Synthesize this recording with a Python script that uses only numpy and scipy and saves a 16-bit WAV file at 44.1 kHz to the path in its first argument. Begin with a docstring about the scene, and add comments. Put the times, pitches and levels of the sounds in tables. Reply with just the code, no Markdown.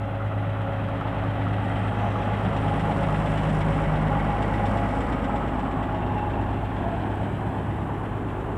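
"""A rubber-tyred road roller creeps past, close to the microphone, its six-cylinder diesel held near one speed.
The exhaust hums in firing harmonics; noise shaped by engine blows makes body boom, clatter and a sharp tick.
A fan, a pump and a surging drive whine are wavering tones; resonances swell, hard knocks ring, fittings clank.
The tyres hiss on fresh asphalt, with passages of narrow-band hiss; faint groans and a dry squeak come late.
Behind it, in the open lane, a lorry and a car go by towards the end."""
import sys
import numpy as np
from scipy import signal
from scipy.fft import rfft, irfft, next_fast_len
from scipy.io import wavfile

SR = 44100
rng = np.random.default_rng(int(sys.argv[2]) if len(sys.argv) > 2 else 0)


def log_audio(samples):
    """Write samples as a 16-bit WAV file to the path given in sys.argv[1]."""
    # one column per channel
    frames = np.atleast_2d(samples).T
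    # limit to full scale, then quantise
    limited = np.clip(frames, -1, 1)
    pcm = np.round(limited * 32767).astype(np.int16)
    wavfile.write(sys.argv[1], SR, pcm)


N = 377937
CYLINDERS = 6


def from_db(db):
    """Decibels to gain."""
    return 10 ** (np.asarray(db) / 20)


def rms_one(x):
    """Scale to unit power."""
    return x / np.sqrt(np.mean(x ** 2) + 1e-20)


def in_time(rows):
    """Read each column of a curve at every sample; the first column is in seconds."""
    s, *columns = np.transpose(rows)
    return [np.interp(np.arange(N) / SR, s, c) for c in columns]


def coloured(x, spectrum):
    """Filter a sound to a spectrum of relative levels, falling away below its first row; rms 1."""
    hz, db = np.transpose(spectrum)
    size = next_fast_len(N + 4096)
    freqs = np.arange(size // 2 + 1) * SR / size
    gain = from_db(np.interp(np.log(freqs + 1e-3), np.log(hz), db))
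    gain = gain * np.minimum(freqs / hz[0], 1) ** 2
    return rms_one(irfft(rfft(x, size) * gain, size)[:N])


def band_noise(hz, width_hz):
    """Noise in one band; rms 1."""
    edges = [hz - width_hz / 2, hz + width_hz / 2]
    band = signal.butter(2, edges, "band", fs=SR, output="sos")
    return rms_one(signal.sosfilt(band, rng.standard_normal(N)))


def drift(rate):
    """Slow random wander of rms 1; a higher rate wanders faster."""
    r = np.exp(-200 * np.pi * rate / SR)   # one step per 100 samples
    steps = rng.standard_normal(N // 100 + 1002)
    slow = signal.lfilter([1], [1, -2 * r, r * r], steps)[1000:]   # drop the filter's start
    return np.interp(np.arange(N) / 100, np.arange(len(slow)), rms_one(slow))


def tone(turns, flutter, rate):
    """A line of rms 1 whose height and phase are shaken at random."""
    angle = 2 * np.pi * (turns + rng.random())
    in_phase = (1 + flutter * drift(rate)) * np.cos(angle)
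    return rms_one(in_phase + flutter * drift(rate) * np.sin(angle))


def swell(start_s, end_s, edge_s):
    """Rise, hold and release, with soft edges."""
    t = np.arange(N) / SR
    rise = (1 + np.tanh((t - start_s) / edge_s / 2)) / 2
    release = (1 - np.tanh((t - end_s) / edge_s / 2)) / 2
    return rise * release


def together(gains):
    """Unrelated sounds add in power."""
    return np.sqrt(sum(gain ** 2 for gain in gains))


ROLLER_M_PER_S, TRAFFIC_M_PER_S = 1.33, 8.6


def passing(part, speed=ROLLER_M_PER_S):
    """Gain of a source moving along a straight line past the microphone."""
    abreast_s, db, distance_m, coming_db, going_db = part
    along_m = speed * (np.arange(N) / SR - abreast_s)
    doublings = np.log2(np.hypot(1, along_m / distance_m))
    return from_db(db - np.where(along_m < 0, coming_db, going_db) * doublings)


# Engine speed. Each row: time in seconds, firings per second.
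FIRING = [(0.25, 52.12), (0.75, 52.1), (1.25, 52.31), (1.75, 52.16), (2.25, 52.0), (2.75, 51.75),
          (3.25, 51.91), (3.75, 51.79), (4.25, 51.26), (4.75, 51.42), (5.25, 50.98), (5.75, 51.09),
          (6.25, 51.45), (6.75, 51.35), (7.25, 51.12), (7.75, 51.36), (8.25, 51.36)]


def crankshaft():
    """Count engine cycles from the firing rate; every cylinder fires once a cycle."""
    return np.cumsum(in_time(FIRING)[0]) / SR / CYLINDERS


def throbbing(cycles, depth, position):
    """Gain that rises and falls once in each engine cycle."""
    return 1 + depth * np.cos(2 * np.pi * (cycles - position))


# The deepest hum, one line at the firing rate, going by the microphone.
# The row: abreast at seconds, dB there, distance in m, dB lost per doubling of distance coming, and going.
FIRING_HUM_PASS = (3.9, -31.5, 1.3, 6, 3.5)
# A brief dip in that hum. The row: start in seconds, end in seconds, dB.
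HUM_DIP = (7.37, 7.8, -20)
# The main hum at twice the firing rate. Each row: time in seconds, level in dB before the throb.
MAIN_HUM = [(0, -30), (.35, -27), (1.0, -32), (1.5, -27.5), (2.4, -29.5), (3.3, -32), (4.2, -33),
            (4.75, -29.5), (5.4, -44), (6.0, -33.5), (6.7, -31.5), (8.57, -36.5)]
# Throb of these two hums. Each row: time in seconds, depth 0-1, position of its peak in the cycle 0-1.
HUM_THROB = [(0, .15, 0.33), (2.2, .17, 0.45), (3, 0.1, .69), (4.4, .15, 0.6), (6, 0, 0.6)]
# Higher harmonics along the flank. Each row: multiple of the firing rate, start in seconds, end in seconds,
# level in dB before the throb.
HUM_SWELLS = [(3, 0.21, 4.1, -42), (3, 2.62, 4.47, -29), (3, 8.12, 8.6, -38), (4, 2.14, 3.8, -40.5),
              (4, 3.9, 4.82, -33), (4, 4.63, 6.4, -41.5), (5, 4.9, 8.6, -43.5)]
HUM_EDGE_S = 0.13
# Lines left between the harmonics by unequal cylinders. Each row: multiple of the cycle rate, level in dB;
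# the trailing throb's gain is added to multiples 7 to 11.
UNEVEN = [(5, -49), (7, -46), (8, -44.5), (9, -46), (10, -49.5), (11, -54), (13, -50.5), (14, -49),
          (16, -48), (20, -45), (22, -52.5), (30, -51)]
# The low throb trailing the machine. The row: abreast at seconds, dB added to each line's own,
# distance in m, dB lost per doubling of distance coming, and going.
THROB_PASS = (6.1, 3.7, 1.75, 3, 5.9)


def exhaust(cycles):
    """Firing pulses hum through the silencer; cylinder differences add lines that make the hum throb."""
    dip_start, dip_end, dip_db = HUM_DIP
    deepest_gain = passing(FIRING_HUM_PASS) * from_db(dip_db * swell(dip_start, dip_end, HUM_EDGE_S))
    main_gain = from_db(in_time(MAIN_HUM)[0])
    hum = 0
    for order, gain in [(1, deepest_gain), (2, main_gain)]:
        hum = hum + gain * tone(CYLINDERS * order * cycles, flutter=0.08, rate=3.9)
    flank = 0
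    for order, start, end, db in HUM_SWELLS:
        line = tone(CYLINDERS * round(order) * cycles, flutter=0.16, rate=7.0)
        flank = flank + from_db(db) * swell(start, end, HUM_EDGE_S) * line
    trailing = passing(THROB_PASS)
    uneven = 0
    for order, db in UNEVEN:
        gain = trailing if CYLINDERS < order < 2 * CYLINDERS else 1
        uneven = uneven + from_db(db) * gain * tone(round(order) * cycles, flutter=0.35, rate=1.84)
    hum = hum * throbbing(cycles, *in_time(HUM_THROB))
    return hum + flank * throbbing(cycles, depth=0.16, position=0.88) + uneven


# The fan's note as the grilles go by. Each row: time in seconds, pitch in Hz, level in dB.
FAN = [(0, 555.3, -38.5), (.26, 552, -43), (.44, 560, -46), (.66, 548.4, -38.5), (1.35, 556.5, -43),
       (1.9, 557, -48), (2.25, 554, -41), (2.75, 556, -45.5), (3.05, 554.7, -38.5), (3.42, 554, -42),
       (3.72, 554, -37), (3.9, 554, -41.5), (4.15, 542, -40), (4.45, 548, -45), (4.76, 556.5, -40),
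       (6, 548, -52), (8.57, 548, -61)]


def fan():
    """Blades chop the cooling air; their note wanders a little."""
    hz, db = in_time(FAN)
    return from_db(db) * tone(np.cumsum(hz) / SR, flutter=0.2, rate=7.0)


def vibration(cycles, repeat):
    """Dense ringing of metal: a share comes back alike on each engine cycle, the rest is new."""
    size = 16384
    one_cycle = rms_one(irfft(np.exp(2j * np.pi * rng.random(size // 8)), size))
    alike = np.interp(cycles % 1 * size, np.arange(size), one_cycle)
    share = np.clip(repeat, 0, 1)
    return np.sqrt(share) * alike + np.sqrt(1 - share) * rng.standard_normal(N)


def blows(cycles, pattern, decay_cycles, bed, scatter_db, rise_s=0.0035):
    """Envelope of blows that come round each cycle, never quite equally hard, over a steady bed."""
    power = 0
    for position, strength in pattern:
        number, age = np.divmod(cycles - position + 2, 1)
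        force = from_db(scatter_db * rng.standard_normal(size=128))[number.astype(int)]
        power = power + abs(strength) * force ** 2 * np.exp(-age / decay_cycles)
    r = np.exp(-1 / (rise_s * SR))   # the engine bay takes a moment to fill with each blow
    return np.sqrt(abs(bed) + signal.lfilter([1 - r], [1, -r], power))


# Blows on the block. Each row: position in the engine cycle 0-1, relative power.
BLOCK_BLOWS = [(0.101, 0.64), (.27, 0.25), (0.441, 0.26), (.6, 0.66), (0.762, 1), (.93, 0.76)]
# Spectra of the boom, clatter and spit. Each row: frequency in Hz, relative level in dB per Hz.
BOOM = [(18, -12), (33, -13), (45, -9), (70, -5.5), (110, 1.5), (170, -0.5), (220, 0), (290, -4.5),
        (380, -11.5), (520, -15), (900, -62.5)]
CLATTER = [(250, -8.5), (400, -2.5), (480, -4), (580, -1), (700, 0.5), (860, 0.5), (980, -4), (1150, -4.5),
           (1350, -21), (1800, -17.5), (3500, -76)]
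SPIT = [(3000, -11), (4400, -3.5), (5400, 3.5), (6300, -3.5), (7800, 2.5), (9500, -2.5), (12000, -17),
        (15500, -22)]
# Body, block and the opening in the side going by. Each: abreast at seconds, dB there, distance in m,
# dB lost per doubling of distance coming, and going.
BOOM_PASS = (3.5, -31, 3, 9, 4)
CLATTER_PASS = (3.5, -30.5, 4, 11.5, 6)
SPIT_PASS = (3.5, -62.5, 0.83, 11, 17)


def body_boom(cycles):
    """Combustion shakes the steel body, a low boom over a strong steady bed."""
    envelope = blows(cycles, BLOCK_BLOWS, decay_cycles=0.028, bed=1.0, scatter_db=3.0)
    return passing(BOOM_PASS) * coloured(vibration(cycles, repeat=0.16) * envelope, BOOM)


def block_clatter(cycles):
    """The same blows ring on longer in the engine block."""
    envelope = blows(cycles, BLOCK_BLOWS, decay_cycles=0.42, bed=0.27, scatter_db=1.74)
    return passing(CLATTER_PASS) * coloured(vibration(cycles, repeat=0.28) * envelope, CLATTER)


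def firing_spit(cycles):
    """Each firing spits a short burst of noise through an opening in the side."""
    envelope = blows(cycles, BLOCK_BLOWS, decay_cycles=0.038, bed=0.01, scatter_db=2.0, rise_s=0.0015)
    return passing(SPIT_PASS) * coloured(rng.standard_normal(N) * envelope, SPIT)


# Blows of the valves. Each row: position in the engine cycle 0-1, relative power.
VALVE_BLOWS = [(.1, 0.25), (.265, 1.0), (.35, 0.44), (.6, 0.32), (.765, 0.27), (.93, 0.36)]
# Spectrum of the valves. Each row: frequency in Hz, relative level in dB per Hz.
VALVES = [(800, -24.5), (1300, 3), (1700, 1.5), (1850, -2.5), (1950, -0.5), (2100, -3), (2450, -6.5),
          (2750, -5.5), (3150, -7.5), (3600, -14.5), (4200, -23.5), (5000, -42), (8000, -60)]
# Valves going by. The row: abreast at seconds, dB there, distance in m, dB lost per doubling coming, and going.
VALVE_PASS = (2.5, -39, 3, 11, 6.5)


def valve_taps(cycles):
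    """Valves tap the metal around them in short rings."""
    envelope = blows(cycles, VALVE_BLOWS, decay_cycles=0.085, bed=0.2, scatter_db=1.7)
    return passing(VALVE_PASS) * coloured(vibration(cycles, repeat=0.12) * envelope, VALVES)


# Blows of the knock. Each row: position in the engine cycle 0-1, relative power.
KNOCK_BLOWS = [(.76, 0.58), (.83, 0.15)]
# Ring of the knock. Each row: frequency in Hz, relative level in dB per Hz.
KNOCK = [(500, -18), (750, -8.5), (1000, -12), (1150, 0), (1400, 1), (1600, -6.5), (2000, -10),
         (3000, -17.5), (4500, -58)]
# Knock going by. The row: abreast at seconds, dB there, distance in m, dB lost per doubling coming, and going.
KNOCK_PASS = (4.5, -40.5, 1.5, 3, 10.5)


def engine_knock(cycles):
    """A knock late in each cycle rings in the metal."""
    envelope = blows(cycles, KNOCK_BLOWS, decay_cycles=0.12, bed=0.052, scatter_db=1.5)
    return passing(KNOCK_PASS) * coloured(vibration(cycles, repeat=0.36) * envelope, KNOCK)


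# Blows of the injector. Each row: position in the engine cycle 0-1, relative power.
TICK_BLOWS = [(.27, 1.0), (.31, 0.31), (.36, 0.16), (.77, 0.091)]
# Extra level of single ticks. Each row: time in seconds, extra dB, 0 for an ordinary one.
TICK_ACCENTS = [(2.57, 5), (2.805, 2), (3.265, 4), (3.38, 4), (3.495, 3), (3.615, 4), (3.783, 7), (4.43, 8),
                (4.668, 6), (4.779, 3), (5.012, 2.5), (5.133, 4.5), (5.248, 3.5), (5.367, 4), (5.598, 2),
                (5.715, 0), (6.18, 3)]
TICK_ACCENT_S = 0.02
# Spectrum of the tick. Each row: frequency in Hz, relative level in dB per Hz.
TICK = [(1000, 5), (2800, 17), (3600, 15), (4400, 1), (5600, 5), (6300, -7), (7000, 0.5), (7700, 5),
        (9500, -9), (12000, -25), (15500, -23)]
# Two openings in the side let the tick out. Each row: abreast at seconds, dB there, distance in m,
# dB lost per doubling of distance coming, and going.
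TICK_PASSES = [(3.1, -56.5, 1.15, 9, 11), (4.85, -57.5, 0.68, 11, 4.7)]


def injector_tick(cycles):
    """An injector taps one sharp tick a cycle, with weaker ones after it."""
    t = np.arange(N) / SR
    envelope = blows(cycles, TICK_BLOWS, decay_cycles=0.051, bed=0.014, scatter_db=1.0, rise_s=0.0014)
    extra_db = sum(db * np.exp(-((t - s) / TICK_ACCENT_S) ** 2) for s, db in TICK_ACCENTS)
    tick = rng.standard_normal(N) * envelope * from_db(extra_db)
    return together(map(passing, TICK_PASSES)) * coloured(tick, TICK)


def engine(cycles):
    """Combustion shakes body and block; valves, a knock, an injector and spitting add to it."""
    low = body_boom(cycles) + block_clatter(cycles)
    return low + valve_taps(cycles) + firing_spit(cycles) + engine_knock(cycles) + injector_tick(cycles)


# Echo of the engine off the road surface. Each row: time in seconds, lag in ms, strength 0-1.
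GROUND = [(0, 1.5, 0.35), (1.2, 1.58, 0.1), (2.2, 1.56, 0.19), (3.2, 1.51, 0.032), (5.6, 1.074, 0.025),
          (6.5, 1.15, 0.11), (7.3, 1.3, 0.3), (8.57, 0.72, 0.041)]


def off_the_road(x):
    """The sound and its echo from the asphalt form a comb that shifts as the lag changes."""
    lag_ms, strength = in_time(GROUND)
    n = np.arange(N)
    echo = np.interp(n - lag_ms * SR / 1000, n, x)
    return (x + strength * echo) / np.sqrt(1 + strength ** 2)


# The pump's hum. Each row: time in seconds, pitch in Hz, level in dB.
PUMP = [(0, 283, -44.5), (.7, 275.7, -41), (1.5, 278.7, -37.5), (2.4, 273.8, -45.5), (2.9, 277.8, -37),
        (3.4, 275.7, -44.5), (3.9, 282.2, -39.5), (4.5, 272.7, -47), (5.8, 273.8, -42),
        (8.57, 272.7, -50.5)]


def pump():
    """The pump gives a slightly rough, wavering hum."""
    hz, db = in_time(PUMP)
    return from_db(db) * tone(np.cumsum(hz) / SR, flutter=0.22, rate=5.2)


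# The whine between surges. The row: abreast at seconds, dB there before the throb, distance in m,
# dB lost per doubling of distance coming, and going.
WHINE_PASS = (4.5, -41.5, 2.5, 4.5, 6.5)
# Surges of the whine. Each row: start in seconds, end in seconds, pitch in Hz, level in dB before the throb.
WHINE_SURGES = [(1.93, 2.098, 825, -35.5), (2.1, 2.33, 834, -36), (2.69, 2.934, 828, -33.5),
                (4.111, 4.198, 817, -31.5), (4.252, 4.394, 817, -32.5), (4.469, 4.563, 845, -32.5),
                (4.56, 4.679, 818, -33.5), (4.758, 4.925, 823.5, -39), (4.914, 5.126, 823, -37),
                (5.27, 5.405, 829, -35), (5.42, 6.548, 818, -42), (5.909, 6.004, 858, -38.5),
                (6.038, 6.303, 840, -35)]
WHINE_IDLE_HZ, WHINE_WAVER_HZ, WHINE_EDGE_S = 826.7, 3.3, 0.012
WHINE_THROB, WHINE_THROB_AT = 0.39, 0.2   # depth 0-1, position in the cycle 0-1


def whine(cycles):
    """The drive sings a wavering line that surges, and throbs twice in each engine cycle."""
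    waver = np.cumsum(WHINE_WAVER_HZ * drift(6.27)) / SR
    steady = passing(WHINE_PASS)
    surges = [(hz, from_db(db) * swell(start, end, WHINE_EDGE_S)) for start, end, hz, db in WHINE_SURGES]
    gain = together([steady] + [surge for _, surge in surges])
    # the strongest part pulls the pitch towards its own
    weighted_hz = WHINE_IDLE_HZ * steady ** 2 + sum(hz * surge ** 2 for hz, surge in surges)
    pitch = weighted_hz / gain ** 2
    throb = 1 + WHINE_THROB * np.cos(4 * np.pi * (cycles - WHINE_THROB_AT))
    return gain * throb * tone(np.cumsum(pitch) / SR + waver, flutter=0.25, rate=18.0)


# Booming and ringing resonances in passing, some perhaps the lorry's. Each row: pitch in Hz, level in dB,
# loudest at seconds, half duration in seconds, sharpness Q.
RESONANCES = [(180, -41, 1.5, 2.2, 3.6), (191, -36.5, 2.85, 0.94, 8.7), (255.5, -34.5, 5.36, 0.68, 5.1),
              (344, -37.5, 6.17, 0.31, 4.75), (426, -43, 8.35, 1.3, 7.1), (324, -42, 7.7, 0.19, 8.9),
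              (190, -38, 7.37, 0.49, 4.5), (486, -40, 4.9, 0.66, 9.9), (565, -40.5, 3.47, 0.55, 10),
              (256, -40.5, 3.5, 0.63, 5.2), (352, -45, 1.9, 0.54, 5.6), (221, -42.5, 1.8, 0.28, 9),
              (607, -44, 1.3, 1.1, 5.7), (710, -49, 1.45, .15, 19), (1114, -41.5, 5.74, 0.2, 12),
              (1252, -43, 5.17, 0.32, 25.7), (1306, -58, 1.7, 0.15, 14), (1955, -46, 4.36, 0.72, 24),
              (1930, -49.5, 1.6, 0.2, 35), (2195, -49.5, 4.26, 0.8, 16)]


def resonances(cycles):
    """Noise pulsed in the valves' rhythm rings in narrow bands that swell and fade in passing."""
    t, out = np.arange(N) / SR, np.zeros(N)
    shake = rng.standard_normal(N) * blows(cycles, VALVE_BLOWS, decay_cycles=0.16, bed=0.28, scatter_db=0.5)
    for hz, db, s, half_s, q in RESONANCES:
        ringing = signal.lfilter(*signal.iirpeak(hz, q, fs=SR), shake)
        ringing = signal.lfilter(*signal.iirpeak(hz, q / 2, fs=SR), ringing)
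        nearness = np.exp(-0.5 * ((t - s) / half_s) ** 2)
        out += from_db(db) * nearness * rms_one(ringing)
    return out


# Spectrum of the rolling hiss. Each row: frequency in Hz, relative level in dB per Hz.
HISS = [(2000, -19), (4500, 3), (5600, 2.5), (6300, -3.5), (6900, -2.5), (7600, 3), (8500, 2), (10000, -3),
        (12000, -15), (15500, -23)]
# Front and rear tyres going by. Each row: abreast at seconds, dB there, distance in m,
# dB lost per doubling of distance coming, and going.
TYRE_PASSES = [(2.9, -63.5, 1.46, 7.5, 4.5), (4.85, -61.5, 0.72, 8.5, 19)]
GRIT_PER_S, GRIT_SHARE = 350, 0.4   # crackles per second, their share of the hiss's power 0-1


def tyres():
    """Warm asphalt peels off the smooth tyres in a hiss with crackling grit."""
    grit = rms_one((rng.random(N) < GRIT_PER_S / SR) * rng.uniform(-0.86, 1, N))
    peeling = np.sqrt(GRIT_SHARE) * grit + np.sqrt(1 - GRIT_SHARE) * rng.standard_normal(N)
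    return together(map(passing, TYRE_PASSES)) * coloured(peeling, HISS)


# Passages of hiss in narrow bands, from tyres, the engine's side opening and passing traffic.
# Each row: start in seconds, end in seconds, centre in Hz, width in Hz, level in dB.
HISS_PASSAGES = [(1.62, 1.95, 8400, 1200, -70), (1.95, 2.27, 6100, 700, -72), (2.56, 3.19, 8850, 1600, -69),
                 (3.148, 3.861, 8200, 1800, -66), (4.9, 5.9, 7760, 700, -72), (5.9, 8.6, 7600, 500, -79),
                 (6.5, 7.9, 8400, 1100, -77), (6.9, 7.7, 8084, 900.5, -74),
                 (7.296, 8.102, 10220, 1500, -78)]
PASSAGE_EDGE_S = 0.015


def hiss_passages():
    """Bands of noise come and go, each at its own height."""
    out = np.zeros(N)
    for start, end, hz, width_hz, db in HISS_PASSAGES:
        out += from_db(db) * swell(start, end, PASSAGE_EDGE_S) * band_noise(hz, width_hz)
    return out


def flickering_hiss():
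    """Rolling hiss and narrow-band passages flicker together in level."""
    flicker_db = 0.71 * drift(40)
    return (tyres() + hiss_passages()) * from_db(flicker_db)


# Spectrum of the road roar. Each row: frequency in Hz, relative level in dB per Hz.
ROAD = [(30, -23), (70, -12), (150, -11.5), (330, 12), (500, -1), (750, -11), (1000, -1.5), (1500, -4),
        (3000, -20.5), (4500, -46), (9000, -45), (15500, -59)]
# Roar of a lorry and a car in the open lane. Each row: abreast at seconds, dB there, distance in m,
# dB lost per doubling of distance coming, and going.
VEHICLES = [(7.25, -36, 4.4, 3, 5.1), (8.55, -39, 7, 12, 6.6)]
# The lorry's drone and body rattle, then traffic tyre hiss, still growing at the end.
# Each: abreast at seconds, dB there, distance in m, dB lost per doubling of distance coming, and going;
# the drone's dB is that of its lower line.
LORRY_DRONE_PASS = (7.5, -39, 4, 9.5, 17)
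LORRY_RATTLE_PASS = (7.0, -58.5, 5, 5, 16)
TRAFFIC_HISS_PASS = (9, -71.5, 6.5, 4, 4)
LORRY_HZ = 70
LORRY_BOOM_HZ, LORRY_BOOM_DB = 167.3, -4.5   # exhaust boom; dB relative to the drone's lower line
LORRY_RATTLE_FLICKER_DB = 3.5


def lorry():
    """The lorry drones on two lines, its exhaust booms and its body rattles."""
    turns = np.cumsum(LORRY_HZ * (1 + 0.0081 * drift(0.52))) / SR
    drone = tone(turns, flutter=0.23, rate=8.5) + from_db(1.5) * tone(2 * turns, flutter=0.5, rate=5.5)
    boom_edges = [0.92 * LORRY_BOOM_HZ, 0.987 * LORRY_BOOM_HZ]
    boom_band = signal.butter(2, boom_edges, "band", fs=SR, output="sos")
    boom = rms_one(signal.sosfilt(boom_band, rng.standard_normal(N)))
    low = passing(LORRY_DRONE_PASS, TRAFFIC_M_PER_S) * (drone + from_db(LORRY_BOOM_DB) * boom)
    flicker = from_db(LORRY_RATTLE_FLICKER_DB * drift(30))
    rattle = passing(LORRY_RATTLE_PASS, TRAFFIC_M_PER_S) * flicker * band_noise(hz=2890, width_hz=950)
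    return low + rattle


def traffic():
    """Roar of both vehicles in the open lane, treble tyre hiss, and the lorry's own sounds."""
    gain = together(passing(vehicle, TRAFFIC_M_PER_S) for vehicle in VEHICLES)
    roar = gain * coloured(rng.standard_normal(N), ROAD)
    hiss = passing(TRAFFIC_HISS_PASS, TRAFFIC_M_PER_S) * band_noise(hz=8400, width_hz=3100)
    return roar + hiss + lorry()


# Hard engine knocks while approaching, about one a cycle. Each row: time in seconds, level in dB.
HARD_KNOCKS = [(0.201, -31), (0.315, -34), (0.43, -33), (0.543, -36), (0.664, -39), (0.888, -31),
               (1.011, -27.5), (1.128, -32), (1.239, -31), (1.355, -30), (1.467, -28), (1.584, -31),
               (1.851, -28), (2.155, -26)]
# Their ringing modes. Each row: pitch in Hz, dB added to the knock's.
HARD_KNOCK_MODES = [(1140, -3.5), (1190, -14.5), (1270, -12), (1330, -7.5), (1400, -11.5)]
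# ring time to -60 dB, nominal gap between repeats, dB added for each repeat
HARD_KNOCK_T60_S, REPEAT_GAP_S, REPEAT_DB = 0.074, 0.0092, -5


def hard_knocks():
    """Each knock repeats twice, ringing at 1.1-1.4 kHz; no two excite the modes alike."""
    strikes = []
    for knock_s, knock_db in HARD_KNOCKS:
        for k in range(3):
            delay_s = k * REPEAT_GAP_S * rng.uniform(0.8, 1.3)
            strikes.append((knock_s + delay_s, knock_db + k * REPEAT_DB))
    s, db = np.transpose(strikes)
    out, r = np.zeros(N), from_db(-60 / (HARD_KNOCK_T60_S * SR))
    for hz, mode_db in HARD_KNOCK_MODES:
        clicks, w = np.zeros(N), 2 * np.pi * hz / SR
        force = from_db(db + mode_db + rng.normal(0, 2.5, len(s)))
        clicks[(s * SR).astype(int)] = force * rng.choice([-1, 1], len(s))
        # each click starts a decaying sine; the tiny offset keeps the filter from stalling
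        out += signal.lfilter([0, np.sin(w)], [1, -2 * r * np.cos(w), r * r], clicks + 1e-18)
    return out


# Bands that turn hollow. Each row: centre in Hz, depth in dB, deepest at seconds, half duration in seconds.
HOLLOWS = [(1040, -11, 1.6, 0.18), (1560, -2, 2.9, 0.55), (487, -11, 5.8, 0.24), (507, -3.5, 6.6, 0.8),
           (1200, -6, 6.94, 0.22), (1350, -6, 7.49, 0.18), (2170, -2.5, 8.3, .7)]
HOLLOW_Q = 9.3


def hollowed(x):
    """Reflections cancel a narrow band for a while, so the noise turns hollow."""
    t = np.arange(N) / SR
    for hz, db, s, half_s in HOLLOWS:
        band = signal.lfilter(*signal.iirpeak(hz, HOLLOW_Q, fs=SR), x)
        depth_db = db * np.exp(-0.5 * ((t - s) / half_s) ** 2)
        x = x + (from_db(depth_db) - 1) * band
    return x


# Clanks of loose fittings. Each row: time in seconds, ring in Hz, level in dB before the soft rise trims it.
CLANKS = [(3.086, 1260, -28), (3.372, 2960, -42), (5.017, 1934, -38), (5.289, 1309, -32),
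          (5.413, 1302, -29.5), (5.822, 1955, -38), (7.583, 3057, -48), (7.687, 3000, -48),
          (8.282, 3057, -56)]
CLANK_RISE_S, CLANK_T60_S = 0.0027, 0.17


def clanks():
    """Loose fittings are jolted and ring briefly, each a decaying sine."""
    out = np.zeros(N)
    for s, hz, db in CLANKS:
        age = np.maximum(np.arange(N) / SR - s, 0)
        decay = from_db(db - 60 * np.minimum(age / CLANK_T60_S, 2))
        rise = 1 - np.exp(-age / CLANK_RISE_S)
        out += decay * rise * np.sin(2 * np.pi * hz * age)
    return out


# Brief, faint groans. Each row: start in seconds, end in seconds, pitch in Hz, level in dB.
GROANS = [(4.63, 4.93, 689, -38), (5.893, 5.995, 650, -35.5), (6.84, 6.958, 680, -35.5)]
GROAN_EDGE_S = 0.012


def groans():
    """A few short, fluttering notes sound as the machine rolls away."""
    t, out = np.arange(N) / SR, np.zeros(N)
    for start, end, hz, db in GROANS:
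        out += from_db(db) * swell(start, end, GROAN_EDGE_S) * tone(hz * t, flutter=0.45, rate=14.0)
    return out


# A dry squeak at the rear wheels. Each row: start in seconds, end in seconds, level in dB.
SQUEAKS = [(6.02, 6.04, -46), (6.094, 6.114, -47), (6.157, 6.196, -46), (6.212, 6.237, -47),
           (6.263, 6.276, -44), (6.329, 6.342, -50), (6.39, 6.407, -50), (6.551, 6.59, -50)]
SQUEAK_HZ, SQUEAK_EDGE_S, SQUEAK_WAVER_HZ = 2690, 0.0032, 18


def squeak():
    """Rubbing parts at the rear stick and slip in an uneven run of short, wavering chirps."""
    gain = together(from_db(db) * swell(start, end, SQUEAK_EDGE_S) for start, end, db in SQUEAKS)
    pitch = SQUEAK_HZ + SQUEAK_WAVER_HZ * drift(30)
    return gain * tone(np.cumsum(pitch) / SR, flutter=0.42, rate=70.0)


def scene():
    """One crankshaft times the exhaust, engine, resonances and whine's throb; the open lane lies behind."""
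    cycles = crankshaft()
    noise = hollowed(off_the_road(engine(cycles)) + resonances(cycles) + traffic())
    tones = exhaust(cycles) + fan() + pump() + whine(cycles) + groans() + squeak()
    return (noise + tones + flickering_hiss() + hard_knocks() + clanks())[None]


MICROPHONE_HISS_DB, CUTOFF_HZ = -71.5, 15500


def record(dry):
    """The microphone adds a faint hiss; the top is cut steeply."""
    noisy = dry + from_db(MICROPHONE_HISS_DB) * rng.standard_normal(N)
    steep_cut = signal.ellip(12, 0.1, 90, CUTOFF_HZ, fs=SR, output="sos")
    return signal.sosfilt(steep_cut, noisy)


dry = scene()
out = record(dry)
log_audio(out)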